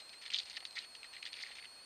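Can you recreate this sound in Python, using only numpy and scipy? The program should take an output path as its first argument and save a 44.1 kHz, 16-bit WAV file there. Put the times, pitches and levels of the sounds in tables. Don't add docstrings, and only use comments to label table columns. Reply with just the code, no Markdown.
import sys
import numpy as np
from scipy import signal
from scipy.fft import rfft, irfft
from scipy.io import wavfile
from scipy.ndimage import uniform_filter1d

SR = 44100
rng = np.random.default_rng(int(sys.argv[2]) if len(sys.argv) > 2 else 0)


def rack_gain(trim_db):
    fader = np.asarray(trim_db, float)
    return 10 ** (fader / 20)


def dump_mix(stems):
    frames = np.atleast_2d(stems).T
    limited = np.clip(frames, -1, 1)
    pcm = np.round(limited * 32767).astype(np.int16)
    wavfile.write(sys.argv[1], SR, pcm)


N = 81585


def stirs():
    # start in seconds, length in seconds, level in dB, brightness in dB per octave.
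    drags = [(0, 0.024, -53, 6.5), (.05, .022, -66, 6), (.127, 0.016, -51, -1.5), (.15, 0.0085, -62, 1),
             (.215, 0.026, -49, -1.5), (.249, 0.036, -48.5, -0.5), (.329, 0.0042, -41, -2),
             (.351, 0.017, -45.5, 12.5), (.407, 0.031, -51.5, 6), (.452, 0.052, -53.5, 4.5),
             (.502, 0.04, -50, 3), (.549, 0.011, -50.5, -2), (.375, 0.0066, -44, 10.5),
             (.658, 0.015, -57, 16.5), (.792, 0.038, -51, 1), (.82, 0.038, -52, -4),
             (.962, 0.0078, -58, 10), (1.056, 0.011, -57, 3), (1.128, 0.028, -51, -5.5),
             (1.177, 0.016, -57.5, -6), (1.232, 0.013, -52, -9), (1.267, 0.028, -48.5, -2),
             (1.324, 0.016, -50, 1), (1.349, 0.07, -48, -2.5), (1.439, 0.035, -50, -2),
             (1.472, 0.034, -52, -6), (1.506, 0.033, -51.5, -6), (1.562, 0.023, -51.5, 0),
             (1.583, 0.016, -49, -6.5), (1.637, 0.023, -51, -7)]
    return runs(drags, per_s=1100, spread_db=4.2, gain_db=10.5, fade_db=4.5)


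def crushes():
    # start in seconds, length in seconds, level in dB, brightness in dB per octave.
    bursts = [(.092, 0.0082, -55, 14), (.259, 0.0027, -44.5, 3), (.3025, 0.0054, -43, 11),
              (.316, 0.014, -42.5, -6), (.3455, 0.0052, -35.5, 4), (.335, 0.0058, -38, 16.5),
              (.386, 0.005, -38, 18.5), (.397, .009, -43, 8), (.497, 0.0029, -52, 25.5),
              (.5665, 0.0058, -41, 5.5), (.571, 0.0086, -42, -6), (.604, 0.0022, -43.5, -5),
              (.625, 0.0046, -55, -25), (.652, 0.0033, -37.5, 4), (.708, 0.0021, -46.5, 12),
              (.724, 0.0046, -52.5, 5), (.754, 0.012, -42.5, 3), (.766, 0.007, -41, -1),
              (.775, 0.0089, -39.5, -9), (.787, 0.0055, -43.5, 12.5), (.949, 0.0055, -42.5, 5),
              (1.0305, 0.0021, -43.5, 4), (1.042, 0.0053, -43, -7.5), (1.165, 0.0045, -46.5, -14),
              (1.2255, 0.0058, -41, 0), (1.252, 0.0048, -40.5, -3), (1.261, 0.0065, -45, 6),
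              (1.297, 0.0085, -57, -9), (1.422, .013, -54, 25), (1.552, 0.007, -45.5, 3),
              (1.624, 0.0038, -47.5, -13.5)]
    return runs(bursts, per_s=2400, spread_db=4, gain_db=5, fade_db=2)


def snaps():
    # time of the peak in seconds, peak level in dB, pitch in Hz.
    breaks = [(0.0939, -40, 3880), (0.2608, -37, 4090), (0.2631, -33, 3660), (0.281, -36, 4310),
              (0.3032, -32, 2670), (0.306, -37, 2630), (0.3183, -34, 4570), (0.3366, -34, 3450),
              (0.3386, -34, 3140), (0.3406, -26, 3270), (0.3449, -19, 3530), (0.3488, -27, 3450),
              (0.3532, -35, 3700), (0.3557, -35, 3270), (0.359, -33, 3490), (0.3625, -29, 3620),
              (0.3661, -29, 3140), (0.3698, -32, 4480), (0.3864, -26, 3790), (0.3899, -27, 4480),
              (0.3974, -29, 3750), (0.4014, -32, 3530), (0.4049, -36, 4480), (0.4988, -38, 4690),
              (0.5624, -38, 4350), (0.5671, -31, 3880), (0.5703, -33, 4350), (0.572, -35, 1890),
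              (0.5754, -36, 2240), (0.605, -41, 4260), (0.6526, -27, 3830), (0.6546, -37, 4050),
              (0.7554, -37, 4350), (0.7667, -36, 4440), (0.7711, -30, 2150), (0.7778, -32, 2070),
              (0.7811, -33, 2240), (0.7847, -38, 3960), (0.7883, -33, 4950), (0.7901, -32, 4010),
              (1.0316, -37, 2580), (1.1656, -40, 4350), (1.2269, -36, 2580), (1.2294, -35, 2540),
              (1.2534, -36, 4310), (1.2551, -35, 3270), (1.2629, -38, 1890), (1.2648, -35, 3400),
              (1.2724, -39, 3790), (1.331, -34, 4090), (1.3402, -37, 3490), (1.3427, -39, 2760),
              (1.3905, -38, 2280), (1.4293, -34, 4610), (1.4316, -37, 4390), (1.4362, -32, 2070),
              (1.4394, -39, 2110), (1.4655, -39, 2110), (1.5855, -39, 2370), (1.6553, -39, 2930)]
    peak_s, db, hz = np.transpose(breaks)[:, :, None]
    ring_db, crack_db = -2, -3
    rise_s = 1.5 / hz
    start_s = peak_s - rise_s

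    step = np.arange(300)
    t = step / SR
    envelope = rack_gain(db + ring_db) * t / rise_s * np.exp(1 - t / rise_s)
    ring = envelope * np.sin(2 * np.pi * (hz * t + rng.random((len(peak_s), 1))))
    at = (start_s * SR).astype(int) + step
    rings = np.bincount(at.ravel(), ring.ravel(), N)
    no_thump = signal.butter(2, 725, "high", fs=SR, output="sos")
    rings = signal.sosfilt(no_thump, rings)

    bright_db = 8 * np.log2(hz / 3000)
    return rings + crackle(start_s.ravel(), (db + crack_db).ravel(), bright_db.ravel())


def runs(rows, per_s, spread_db, gain_db, fade_db):
    start, length, db, bright = np.transpose(rows)[:, :, None]
    attack_db, attack_s = 7, 0.0022
    gaps = rng.exponential(1, (len(rows), 110))
    late = (np.cumsum(gaps, axis=1) - gaps[:, :1]) / per_s

    size_db = spread_db * np.minimum(rng.exponential(1, late.shape), 3)
    size_db -= fade_db * late / length
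    size_db -= 60 * np.clip((late - length) / .002, 0, 3)
    size_db -= attack_db * np.exp(-late / attack_s)

    power_db = 10 * np.log10(np.sum(rack_gain(2 * size_db), axis=1, keepdims=True) / (length * per_s))
    level_db = db + gain_db + size_db - power_db
    return crackle((start + late).ravel(), level_db.ravel(), (bright + 0 * late).ravel())


def crackle(s, db, bright_db):
    # frequency in Hz, level of the leaf modes in dB.
    colour = [(1400, -28.5), (2000, -9.5), (3000, -6.5), (4200, -4), (5200, -7), (6000, -14.5), (7000, -25),
              (8000, -34)]
    mode_spread_db, ring_cycles = 4.5, 6.53
    at = np.clip((s * SR).astype(int), 0, N - 1)
    luck = rack_gain(mode_spread_db * np.clip(rng.standard_normal((len(s), 18)), -2, 2))
    luck = luck / np.sqrt(np.mean(luck[:, 4:14] ** 2, axis=1, keepdims=True))
    sign = rng.choice([-1, 1], len(s))

    out = np.zeros(N)
    for k, hz in enumerate(np.geomspace(1400, 7600, 18)):
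        tilt_db = bright_db * np.log2(np.clip(hz, 1900, 4800) / 3000)
        gain = rack_gain(db + at_hz(colour, hz) + tilt_db) * luck[:, k]
        strikes = np.bincount(at, sign * gain, N)
        out += double_resonance(strikes, hz, hz / ring_cycles) * 3000 / hz
    leaf_band = signal.butter(3, [1450, 7200], "band", fs=SR, output="sos")
    return 12 * signal.sosfilt(leaf_band, out)


def knocks():
    # time in seconds, level in dB.
    thuds = [
        (.02, -57.5),
        (.578, -55),
        (0.626, -54.5),
        (1.506, -56),
    ]
    s, db = np.transpose(thuds)
    hits = np.bincount((s * SR).astype(int), 60 * rack_gain(db), N)
    return double_resonance(hits, hz=684, width_hz=790)


def woods(x):
    t60_s, scatter_db = .05, -12
    t = np.arange(SR // 10) / SR
    tail = rng.standard_normal(len(t)) * rack_gain(-60 * t / t60_s)
    tail *= rack_gain(scatter_db) / np.sqrt(np.sum(tail ** 2))
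    tail[0] = 1
    return signal.fftconvolve(x, tail)[:N]


def port(x):
    port_hz, above_db = 5780, -2
    below = signal.cheby2(6, 40, 1.25 * port_hz, fs=SR, output="sos")
    above = signal.butter(4, port_hz, "high", fs=SR, output="sos")
    return signal.sosfilt(below, x) + rack_gain(above_db) * signal.sosfilt(above, x)


def notches(x):
    # centre in Hz, width in Hz, depth from 0 to 1.
    dips = [(5480, 450, .95), (11000, 900, .6), (13150, 300, .35)]
    for hz, width_hz, depth in dips:
        x = x - depth * resonance(x, hz, width_hz)
    return x


def whine():
    # time in seconds, pitch of the second partial in Hz.
    course = [(0, 8430), (.1, 8540), (.2, 8620), (.32, 8440), (.4, 8480), (.44, 8600), (.675, 8760),
              (.705, 8280), (.82, 8450), (.84, 8760), (1.05, 8500), (1.3, 8500), (1.34, 8800), (1.42, 8770),
              (1.5, 8480), (1.62, 8830), (1.78, 8600), (1.85, 8800)]
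    # time in seconds, shift of that pitch in Hz, half length in seconds.
    slips = [(.04, -120, .03), (.158, -420, .035), (.195, 120, .02), (.255, -90, .02), (.285, 150, .015),
             (.49, -130, .015), (.53, 110, .02), (.605, -160, .025), (.635, 170, .015), (.73, 200, .015),
             (.75, -130, .015), (.78, 150, .015), (.93, -170, .02), (.96, 100, .02), (1.05, -170, .015),
             (1.1, 290, .025), (1.22, 120, .02), (1.5, -100, .01), (1.58, -190, .012), (1.665, 80, .015),
             (1.69, -200, .025), (1.77, -110, .012), (1.83, 120, .01)]
    waver_hz, flutter_hz = 34, 58
    t = np.arange(N) / SR
    second_hz = np.interp(t, *np.transpose(course))
    for s, shift_hz, half_s in slips:
        second_hz += shift_hz * np.clip(1 - np.abs(t - s) / half_s, 0, 1)

    waver = drift(40)
    waver = rms_one(waver - uniform_filter1d(waver, size=1500))
    flutter = rms_one(uniform_filter1d(drift(169), size=40))
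    hz = second_hz / 2 + waver_hz * waver + flutter_hz * flutter

    phase = 2 * np.pi * np.cumsum(hz) / SR
    partials_db = (-58, -66, -96)
    return np.sqrt(2) * sum(rack_gain(db) * np.sin(k * phase) for k, db in enumerate(partials_db, 1))


def hiss():
    # frequency in Hz, spectral level in dB.
    spectrum = [(25, 0), (150, -6), (800, 2), (3500, -2), (5000, -1), (7000, -11.5), (10000, -12),
                (15500, -22)]
    white = rng.standard_normal((2, N))
    hz = np.maximum(np.fft.rfftfreq(N, 1 / SR), 1)
    low_cut = np.minimum(hz / 60, 1) ** 2
    smooth = irfft(rfft(white[0]) * rack_gain(at_hz(spectrum, hz)) * low_cut, N)
    tone = resonance(white[1], hz=2522, width_hz=44)
    return rack_gain(-62) * rms_one(smooth) + rack_gain(-71) * rms_one(tone)


def resonance(x, hz, width_hz):
    r = np.exp(-np.pi * width_hz / SR)
    zeros = [(1 - r * r) / 2, 0, (r * r - 1) / 2]
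    poles = [1, -2 * r * np.cos(2 * np.pi * hz / SR), r * r]
    return signal.lfilter(zeros, poles, x + 1e-18)


def double_resonance(x, hz, width_hz):
    return resonance(resonance(x, hz, width_hz), hz, width_hz)


def drift(rate_hz):
    r = np.exp(-2 * np.pi * rate_hz / SR)
    walk = signal.lfilter([1], [1, -r], rng.standard_normal(N + 9000))
    return rms_one(walk[9000:])


def at_hz(points, hz):
    f, db = np.transpose(points)
    return np.interp(np.log(hz), np.log(f), db)


def rms_one(x):
    return x / np.sqrt(np.mean(x ** 2) + 1e-20)


def scene():
    animal = stirs() + crushes() + snaps() + knocks()
    mono = notches(port(woods(animal)) + hiss()) + whine()
    return np.tile(mono, (2, 1))


def top_cut(x):
    return signal.sosfilt(signal.butter(12, 15720, fs=SR, output="sos"), x)


def record(dry):
    low_pass = signal.cheby2(12, 60, 16320, fs=SR, output="sos")
    mix = signal.sosfilt(low_pass, dry)
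    return top_cut(mix)


dry = scene()
out = record(dry)
dump_mix(out)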